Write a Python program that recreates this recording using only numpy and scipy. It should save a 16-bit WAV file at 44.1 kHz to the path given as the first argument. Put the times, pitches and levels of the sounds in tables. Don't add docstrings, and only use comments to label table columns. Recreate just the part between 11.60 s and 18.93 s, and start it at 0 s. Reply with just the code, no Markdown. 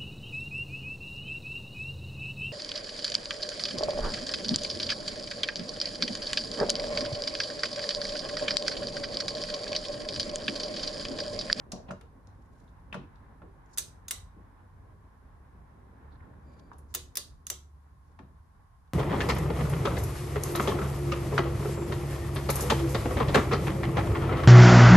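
import sys
import numpy as np
from scipy import signal
from scipy.fft import rfft, irfft, next_fast_len
from scipy.io import wavfile

SR = 44100
rng = np.random.default_rng(int(sys.argv[2]) if len(sys.argv) > 2 else 0)


def dump_mix(stems):
    frames = np.atleast_2d(stems).T
    limited = np.clip(frames, -1, 1)
    pcm = np.round(limited * 32767).astype(np.int16)
    wavfile.write(sys.argv[1], SR, pcm)


N = 323463


def from_db(db):
    return 10 ** (np.asarray(db) / 20)


def bins(size):
    return np.maximum(np.fft.rfftfreq(size, 1 / SR), 1)


def at_hz(points, hz):
    point_hz, values = np.transpose(points)
    return np.interp(np.log(hz), np.log(point_hz), values)


def add(track, start_s, sound):
    start = max(round(start_s * SR), 0)
    track[:, start:start + sound.shape[-1]] += sound[..., :N - start]


def drift(per_s):
    return np.interp(np.arange(N) / SR * per_s, np.arange(4000), rng.standard_normal(4000))


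def fade(t, rise_s, t60):
    return (1 - np.exp(-(t / rise_s) ** 2)) * from_db(-60 * t / t60)


def noise(colour_db, likeness, size):
    alike = at_hz(likeness, bins(size))
    mid, side = rfft(rng.standard_normal((2, size)))
    pair = np.sqrt(1 + alike) * mid + np.sqrt(1 - alike) * side * [[1], [-1]]
    x = irfft(from_db(colour_db) * pair, size)
    return x / x.std()


def ring(t, hz, t60, level_db, rise_s, spread):
    phase = np.pi * np.arange(len(hz))[:, None] + spread * rng.standard_normal((2, len(hz), 1))
    envelopes = from_db(level_db)[:, None] * fade(t, rise_s, t60[:, None])
    return np.sum(envelopes * np.sin(2 * np.pi * hz[:, None] * t + phase), axis=1)


# (f/Hz, left-right likeness)
AIR_LIKENESS = [(60, 0.87), (160, 0.95), (350, 0.57), (700, 0.11), (1400, 0.15), (3000, 0), (12000, 0.1)]

def steady(spectrum):
    size = next_fast_len(N)
    hz = bins(size)
    octaves_outside = np.abs(np.log2(hz / np.clip(hz, spectrum[0][0], spectrum[-1][0])))
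    return noise(at_hz(spectrum, hz) - 30 * octaves_outside, AIR_LIKENESS, size)[:, :N]


# (t/s, road level/dB, tyre level/dB)
TRAFFIC_LEVELS = [(0.0, -56.5, -61), (0.28, -56.5, -65), (0.51, -60.5, -66), (1.73, -61.5, -63.5),
                  (3.61, -64, -66), (4.55, -58, -62), (5.04, -58.5, -65), (5.92, -67.5, -72),
                  (6.25, -72, -70), (6.61, -66, -68.5), (7.33, -74.5, -69.5)]
# (f/Hz, relative level/dB)
RUMBLE_SPECTRUM = [(24, -25), (32, -5.5), (48, -5), (62, -0.5), (86, -2.5), (105, -7), (125, -12),
                   (160, -11.5)]
ROAD_SPECTRUM = [(65, -28.5), (110, 0), (193, -5), (274, -3), (311, -8), (466, -10), (613, -13), (800, -19),
                 (1040, -46.5), (1760, -120)]
TYRE_SPECTRUM = [(350, -37.5), (600, -10.5), (738, -4.5), (786, -1), (1050, 0), (1230, -7), (1570, -7),
                 (1710, -8.5), (2840, -26), (4000, -29.5), (5200, -56), (8800, -120)]

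def traffic():
    times, *levels = np.transpose(TRAFFIC_LEVELS)
    road_db, tyre_db = [np.interp(np.arange(N) / SR, times, db) for db in levels]
    rumble_db = -55.5 + 0.41 * (road_db - road_db.mean())
    rumble = from_db(rumble_db + 2.0 * drift(per_s=12)) * steady(RUMBLE_SPECTRUM)
    road = from_db(road_db + 2.2 * drift(per_s=24)) * steady(ROAD_SPECTRUM)
    tyres = from_db(tyre_db + 0.05 + 1.3 * drift(per_s=22)) * steady(TYRE_SPECTRUM)
    return rumble + road + tyres


# (f/Hz, relative level/dB)
HISS_SPECTRUM = [(1500, -5), (3000, 1), (5000, 2.5), (8500, -1.5), (10000, 3.5), (14000, -5.5),
                 (15000, -21)]

def room_tone():
    whir = from_db(-74) * steady([(800, -38), (1075, 1), (1400, -39.5)])
    return whir + from_db(-82) * steady(HISS_SPECTRUM)


# (f/Hz, relative level/dB)
SOCKET_RESONANCES = [(850, 4), (1060, 10), (1250, -2), (1400, 10.5), (1550, -7), (1720, 6), (2200, -3.5),
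                     (2500, -0.5), (2800, 0), (3080, -4.5), (3500, -0.5), (4500, -2.5), (5400, -2),
                     (7000, 2), (8800, -2), (10000, 9.5), (15000, -6.5)]

def socket_colour(hz, centre_hz, octaves):
    return at_hz(SOCKET_RESONANCES, hz) - 24 * np.log1p(0.58 * (np.log2(hz / centre_hz) / octaves) ** 2)


# (t/s, level/dB, centre/Hz, width/octaves, t60/s, top/Hz, plate clack 0-1)
KNOCKS = [(0.1178, -30, 4920, 0.76, 0.035, 15000, 0.27), (.13, -43, 705, 0.65, 0.069, 2000, 0.1),
          (.174, -45.5, 650, 0.46, 0.078, 3000, 0.15), (0.3064, -34.5, 1180, 1.5, .042, 8900, 0.37),
          (.308, -53.5, 5500, 0.62, 0.075, 10900, 0.3), (0.4101, -46, 2290, 1.6, 0.022, 16000, 0.6),
          (0.671, -48.5, 4860, 0.69, 0.011, 12000, 0), (1.078, -59.5, 3470, .3, 0.022, 7000, 0),
          (1.3257, -31.5, 2700, 0.45, 0.024, 6000, 0.47), (1.3258, -38.5, 1510, 1.4, 0.044, 11000, 0),
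          (1.3412, -35, 1440, 1.57, 0.057, 9600, 0.57), (1.433, -50, 258, 0.43, 0.059, 2000, 0.45),
          (1.556, -59, 4060, 0.58, 0.022, 6960, 0), (1.8174, -48, 760, 1.55, 0.06, 5000, 0),
          (1.838, -52.5, 376, 0.26, 0.09, 2000, 0.06), (2.059, -64.5, 6260, 0.39, 0.022, 9030, 0),
          (2.765, -57, 240, 0.69, 0.12, 3000, 0.01), (4.604, -46.5, 1820, 0.38, 0.027, 2820, 0),
          (5.1149, -37, 1170, 0.96, 0.023, 1900, 0.07), (5.131, -60.5, 4000, 1.6, 0.04, 7500, 0.04),
          (5.182, -56.5, 8900, 1.05, 0.069, 15000, 0.35), (6.589, -42.5, 1050, 1.7, 0.042, 6500, 0.07),
          (6.625, -46, 110, 0.7, 0.1, 1500, 0), (7.275, -72.5, 3510, 1.2, .03, 8000, 0.05)]
# (f/Hz, relative level/dB)
PLATE_SPECTRUM = [(100, -30), (340, -17), (450, -1.5), (530, -5), (620, -10), (700, -4), (820, -5),
                  (1200, -8), (1700, -14.5), (2600, -14), (8000, -42)]
# (f/Hz, left-right likeness)
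KNOCK_LIKENESS = [(200, 0.99), (600, 0.68), (1500, 0.33), (4000, 0.13), (10000, 0.05)]

def knocks(size=12000):
    out, t, hz = np.zeros((2, N)), np.arange(size) / SR, bins(size)
    for start_s, level_db, centre_hz, octaves, t60, top_hz, clack in KNOCKS:
        colour_db = socket_colour(hz, centre_hz, octaves) - 10 * np.log10(1 + (hz / top_hz) ** 8)
        steel = noise(colour_db, KNOCK_LIKENESS, size) * fade(t, rise_s=0.0015, t60=t60)
        plate = noise(at_hz(PLATE_SPECTRUM, hz), KNOCK_LIKENESS, size) * fade(t, rise_s=0.0027, t60=0.06)
        add(out, start_s, from_db(level_db) * (steel + clack * plate))
    return out * from_db([[.8], [-.8]])


# (f/Hz, t60/s)
GARAGE_T60 = [(150, .36), (600, .27), (2000, .3), (6000, .275), (14000, .23)]
# (f/Hz, level/dB)
GARAGE_LEVELS = [(100, -7), (350, 7), (800, 0), (2000, -9), (4000, -2.5), (8000, -9), (10500, -10.5),
                 (13500, -13.5), (14700, -21), (16000, -34)]

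def garage(direct, size=24000):
    t, hz = np.arange(size) / SR, bins(size)
    field = rfft(noise(0 * hz, AIR_LIKENESS, size)) * from_db(at_hz(GARAGE_LEVELS, hz))
    band_hz, band_t60 = np.transpose(GARAGE_T60)
    response = 0
    for share, t60 in zip(np.eye(len(band_hz)), band_t60):
        band = irfft(field * np.interp(np.log(hz), np.log(band_hz), share), size)
        decay = fade(t, rise_s=0.0031, t60=t60)
        response = response + band * decay / np.linalg.norm(decay)
    return signal.fftconvolve(direct, response, axes=1)[:, :N]


# (f/Hz, t60/s, relative level/dB)
BODY_MODES = [(137.7, 0.28, -1), (188, 0.23, 1), (225, 0.32, -6.5), (274.4, 0.25, -3.5),
              (364.7, 0.37, -1.5), (390.3, 0.17, -6), (474, 0.2, -7.5), (582, 0.13, 1.5), (649, 0.1, -1),
              (780, 0.08, -3), (860, 0.06, -8.5), (1030, 0.07, -8.5)]
# (t/s, level/dB, driven f/Hz)
THUDS = [(0.1264, -33.5, 209), (0.1286, -41.5, 597), (0.282, -42, 200), (0.3041, -37.5, 197),
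         (0.316, -36, 620), (1.3208, -45, 215), (1.3428, -38.5, 188), (1.3475, -37.5, 640),
         (1.3697, -36, 140), (1.388, -43, 282), (1.823, -51, 194), (2.767, -52.5, 190), (2.186, -54, 480),
         (2.511, -56, 450), (5.116, -60.5, 320), (5.353, -47.5, 370), (5.574, -48.5, 523.5),
         (5.904, -51, 400), (5.906, -47.5, 720), (6.593, -43.5, 258), (6.627, -48.5, 198)]

def thuds(size=16384):
    out, t = np.zeros((2, N)), np.arange(size) / SR
    mode_hz, mode_t60, mode_db = np.transpose(BODY_MODES)
    for start_s, level_db, driven_hz in THUDS:
        drive_db = -19.5 * np.abs(np.log2(mode_hz / driven_hz))
        boom = ring(t, mode_hz, mode_t60, mode_db + drive_db, rise_s=0.0036, spread=0.29)
        add(out, start_s, from_db(level_db) * boom)
    return out * from_db([[.4], [-.4]])


# (middle t/s, half length/s, level/dB, centre/Hz, width/octaves)
RUBS = [(0.274, 0.0076, -72, 2650, .2), (.29, 0.0096, -63, 2620, 0.7), (.299, 0.011, -53, 1310, 0.99),
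        (.3, 0.028, -49, 637, 0.71), (0.995, 0.18, -82, 4540, 1), (1.419, 0.046, -77, 1975, 0.61),
        (2.148, 0.033, -65.5, 5500, 0.61), (4.54, 0.025, -74.5, 3960, 0.39), (4.6, 0.23, -72, 1550, .35),
        (4.979, .11, -80, 4160, 0.75), (5.329, 0.034, -74.5, 5360, 0.64), (6.521, 0.07, -88, 5000, .7)]

def rubs(size=32768, grain_db=6.5):
    out, t = np.zeros((2, N)), (np.arange(size) - size / 2) / SR
    for middle_s, half_s, level_db, centre_hz, octaves in RUBS:
        swell = from_db(level_db + grain_db * drift(per_s=100)[:size]) * np.exp(-(t / half_s) ** 2)
        rub = swell * noise(socket_colour(bins(size), centre_hz, octaves), AIR_LIKENESS, size)
        add(out, middle_s + t[0], rub[:, middle_s + t >= 0])
    return out


# (full from t/s, until t/s, level/dB, top f/Hz, rise/s, fall/s, throb/dB, octave overtone/dB)
ENGINES = [(0.649, 2.7, -60.5, 49.13, 0.28, 1.1, -0.5, -2), (5.2, 6.37, -57, 73.32, 1.6, 0.47, 5.5, -22)]

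def engines(sag_per_s=.02, throb_period_s=0.75, throb_peak_s=6.05):
    out, t = 0, np.arange(N) / SR
    throb = np.cos(2 * np.pi * (t - throb_peak_s) / throb_period_s)
    for full_s, until_s, level_db, top_hz, rise_s, fall_s, throb_db, octave_db in ENGINES:
        swell_db = -10 * (np.maximum(full_s - t, 0) / rise_s + np.maximum(t - until_s, 0) / fall_s) ** 2
        hz = top_hz * (1 - sag_per_s * np.abs(t - full_s))
        phase = 2 * np.pi * np.cumsum(hz) / SR
        gain = from_db(level_db + swell_db + throb_db * throb + 1.5 * drift(per_s=10))
        out = out + gain * np.sqrt(2) * (np.sin(phase) + from_db(octave_db) * np.sin(2 * phase))
    return out


def grip_colour(hz, tilt, accents, octaves=.1):
    accent_db = sum(db * np.exp(-(np.log2(hz / centre_hz) / octaves) ** 2) for centre_hz, db in accents)
    return tilt * np.log2(hz / 6000) + accent_db


# (f/Hz, relative level/dB)
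CONTACT_SPECTRUM = [(1000, -29), (3500, -9.5), (7500, -5), (9000, 3.5), (11000, -2), (13500, 7),
                    (15300, -2.5), (16500, -13)]
CRACK_SPECTRUM = [(60, -39), (150, -28.5), (400, -14), (800, -13.5), (1300, -5), (2300, -5), (3600, -4),
                  (5300, -1.5), (8800, 3.5), (10500, 1), (11900, -10.5), (13500, 1.5), (15300, -7),
                  (16500, -15.5)]
# (f/Hz, left-right likeness)
CLICK_LIKENESS = [(300, .8), (2000, 0.17), (4000, .3), (7500, 0.4), (9000, .93), (15000, 0.57)]
# (f/Hz, t60/s, relative level/dB on tripping, and on snapping back)
WRENCH_MODES = [(1390, 0.043, -26, -25.5), (1720, 0.068, -21, -32.5), (1980, 0.084, -26.5, -27.5),
                (2770, 0.03, -20, -21.5), (3450, 0.058, -19, -20), (3600, 0.062, -17, -27),
                (3910, 0.035, -20.5, -24.5), (4630, 0.056, -17.5, -24.5), (5040, 0.04, -13.5, -26),
                (4830, .05, -20, -32), (6040, 0.027, -18, -20.5), (6430, 0.029, -18.5, -20),
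                (6720, 0.07, -22, -22.5), (7240, 0.077, -23.5, -19.5), (7700, 0.063, -24, -21),
                (8670, 0.032, -15.5, -13.5), (9150, 0.027, -18.5, -24), (9750, 0.021, -18.5, -16),
                (10100, 0.027, -19.5, -14), (12500, .04, -11, -16.5), (13700, 0.035, -20.5, -18)]

def click(t60, tilt, accents, back, size=8192):
    t, hz = np.arange(size) / SR, bins(size)
    colour_db = grip_colour(hz, tilt, accents)
    contact = noise(at_hz(CONTACT_SPECTRUM, hz) + colour_db, CLICK_LIKENESS, size)
    contact *= fade(t, rise_s=0.0005, t60=0.0044)
    crack = noise(at_hz(CRACK_SPECTRUM, hz) + colour_db, CLICK_LIKENESS, size)
    crack *= fade(t, rise_s=0.00085, t60=t60)
    mode_hz, mode_t60, trip_db, back_db = np.transpose(WRENCH_MODES)
    mode_db = trip_db + back * (back_db - trip_db) + .8 * grip_colour(mode_hz, tilt, accents)
    detune = 1 + .01 * rng.standard_normal(len(mode_hz))
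    steel = ring(t, mode_hz * detune, mode_t60, mode_db, rise_s=0.0012, spread=0.7)
    return from_db(3.0) * (contact + crack) + from_db(0.4) * steel


# (f/Hz, left minus right level/dB)
CLICK_BALANCE = [(1000, 2.5), (4000, 1.5), (5700, -2.5), (7500, -2.5), (10000, 1)]

def to_microphones(clicks, left_lag_s=0.00031, lag_from_hz=7000):
    size = clicks.shape[1]
    hz, (left, right) = bins(size), rfft(clicks)
    lean = from_db(at_hz(CLICK_BALANCE, hz) / 2)
    lag = np.exp(-2j * np.pi * left_lag_s * np.maximum(hz - lag_from_hz, 0))
    return irfft([left * lean * lag, right / lean], size)


# (t/s, relative level/dB, t60/s, tilt/dB per octave, 0 trip - 1 snap back, accents [(f/Hz, gain/dB)])
PAWL_TICKS = [(2.1742, -32, 0.04, 0, .1, [(6400, 3.8)]), (2.4818, -30, 0.02, 1.2, .6, [(3950, 9),
              (6620, 15), (8200, 5)]), (5.3403, -34.5, 0.027, -.4, 0.15, [(6900, 3.1)]),
              (5.5542, -34.5, .033, -.4, 0.44, [(5200, 12), (13200, 7)]),
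              (5.8673, -32, 0.02, -0.16, .8, [(1200, 8), (6400, 13)])]
# [(f/Hz, level/dB)]
PAWL_SNAPS = [(2.1816, -25.5, 0.067, .8, 0, [(3200, 1.5), (3880, 10.5), (6430, 10), (8400, 8), (12300, 5),
              (14700, -13)], [(3740, -52), (6400, -55), (8520, -57)]),
              (2.5085, -24.5, 0.039, -0.5, 0.61, [(2080, 16.5), (2900, 5), (3750, 6.5), (8200, 5.5),
              (11300, 9.5)], [(2003, -48.5), (3630, -56), (6578, -60.5), (8032, -52)]),
              (5.3477, -25, 0.04, -0.9, 0, [(2300, -8), (3520, 0), (6650, 2.5), (15000, 12)], [(3478, -57),
              (4883, -54), (6035, -52), (6675, -49.5)]), (5.57, -24, 0.036, 0, 0.043, [(3100, -4.5),
              (3560, 3.5), (5080, 5), (6100, 3), (9300, 1), (13200, 7)], [(3605, -58), (5075, -53),
              (6120, -54), (7330, -49.5)]), (5.9, -23.5, 0.026, -1.3, .9, [(2900, 7.5), (6050, 14),
              (7400, 6), (9800, 3), (13900, 7)], [(3160, -57.5), (3470, -59), (7400, -49), (9658, -62)])]

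def wrench(accent_share):
    out = np.zeros((2, next_fast_len(N)))
    for start_s, level_db, t60, tilt, back, accents, *_ in PAWL_TICKS + PAWL_SNAPS:
        scaled_accents = [(hz, accent_share * db) for hz, db in accents]
        add(out, start_s, from_db(level_db) * click(t60, tilt, scaled_accents, back))
    return to_microphones(out)[:, :N]


def after_ring(size=20000, t60=.25):
    out, t = np.zeros((2, N)), np.arange(size) / SR
    for start_s, *_, tones in PAWL_SNAPS:
        for hz, level_db in tones:
            waver = 1 + .7 * drift(per_s=110)[:size]
            tone = ring(t, np.array([hz]), np.array([t60]), [level_db], rise_s=.003, spread=0.53)
            add(out, start_s, waver * tone)
    return out


SQUEAK_HARMONICS = [-81, -80.5, -88.5]

def squeak(middle_s=4.975, half_s=.13, pitch_hz=2350, sag_hz_per_s=250, wobble_hz=78):
    t = np.arange(N) / SR - middle_s
    hz = pitch_hz - sag_hz_per_s * t + wobble_hz * drift(per_s=500)
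    phase = 2 * np.pi * np.cumsum(hz) / SR
    tone = sum(from_db(db) * np.sin(k * phase) for k, db in enumerate(SQUEAK_HARMONICS, 1))
    rasp = from_db(2.4 * drift(per_s=130))
    return tone * rasp * np.exp(-(t / half_s) ** 4)


def scene():
    socket = knocks()
    tool = wrench(accent_share=1) + after_ring() + socket
    echoes = garage(wrench(accent_share=0.42) + socket)
    air = room_tone()
    return tool + echoes + thuds() + traffic() + engines() + air + rubs() + squeak()


def record(dry):
    low_pass = signal.ellip(10, .1, 80, 15950, fs=SR, output="sos")
    return signal.sosfilt(low_pass, dry * from_db([[-.3], [.3]]))


dry = scene()
out = record(dry)
dump_mix(out)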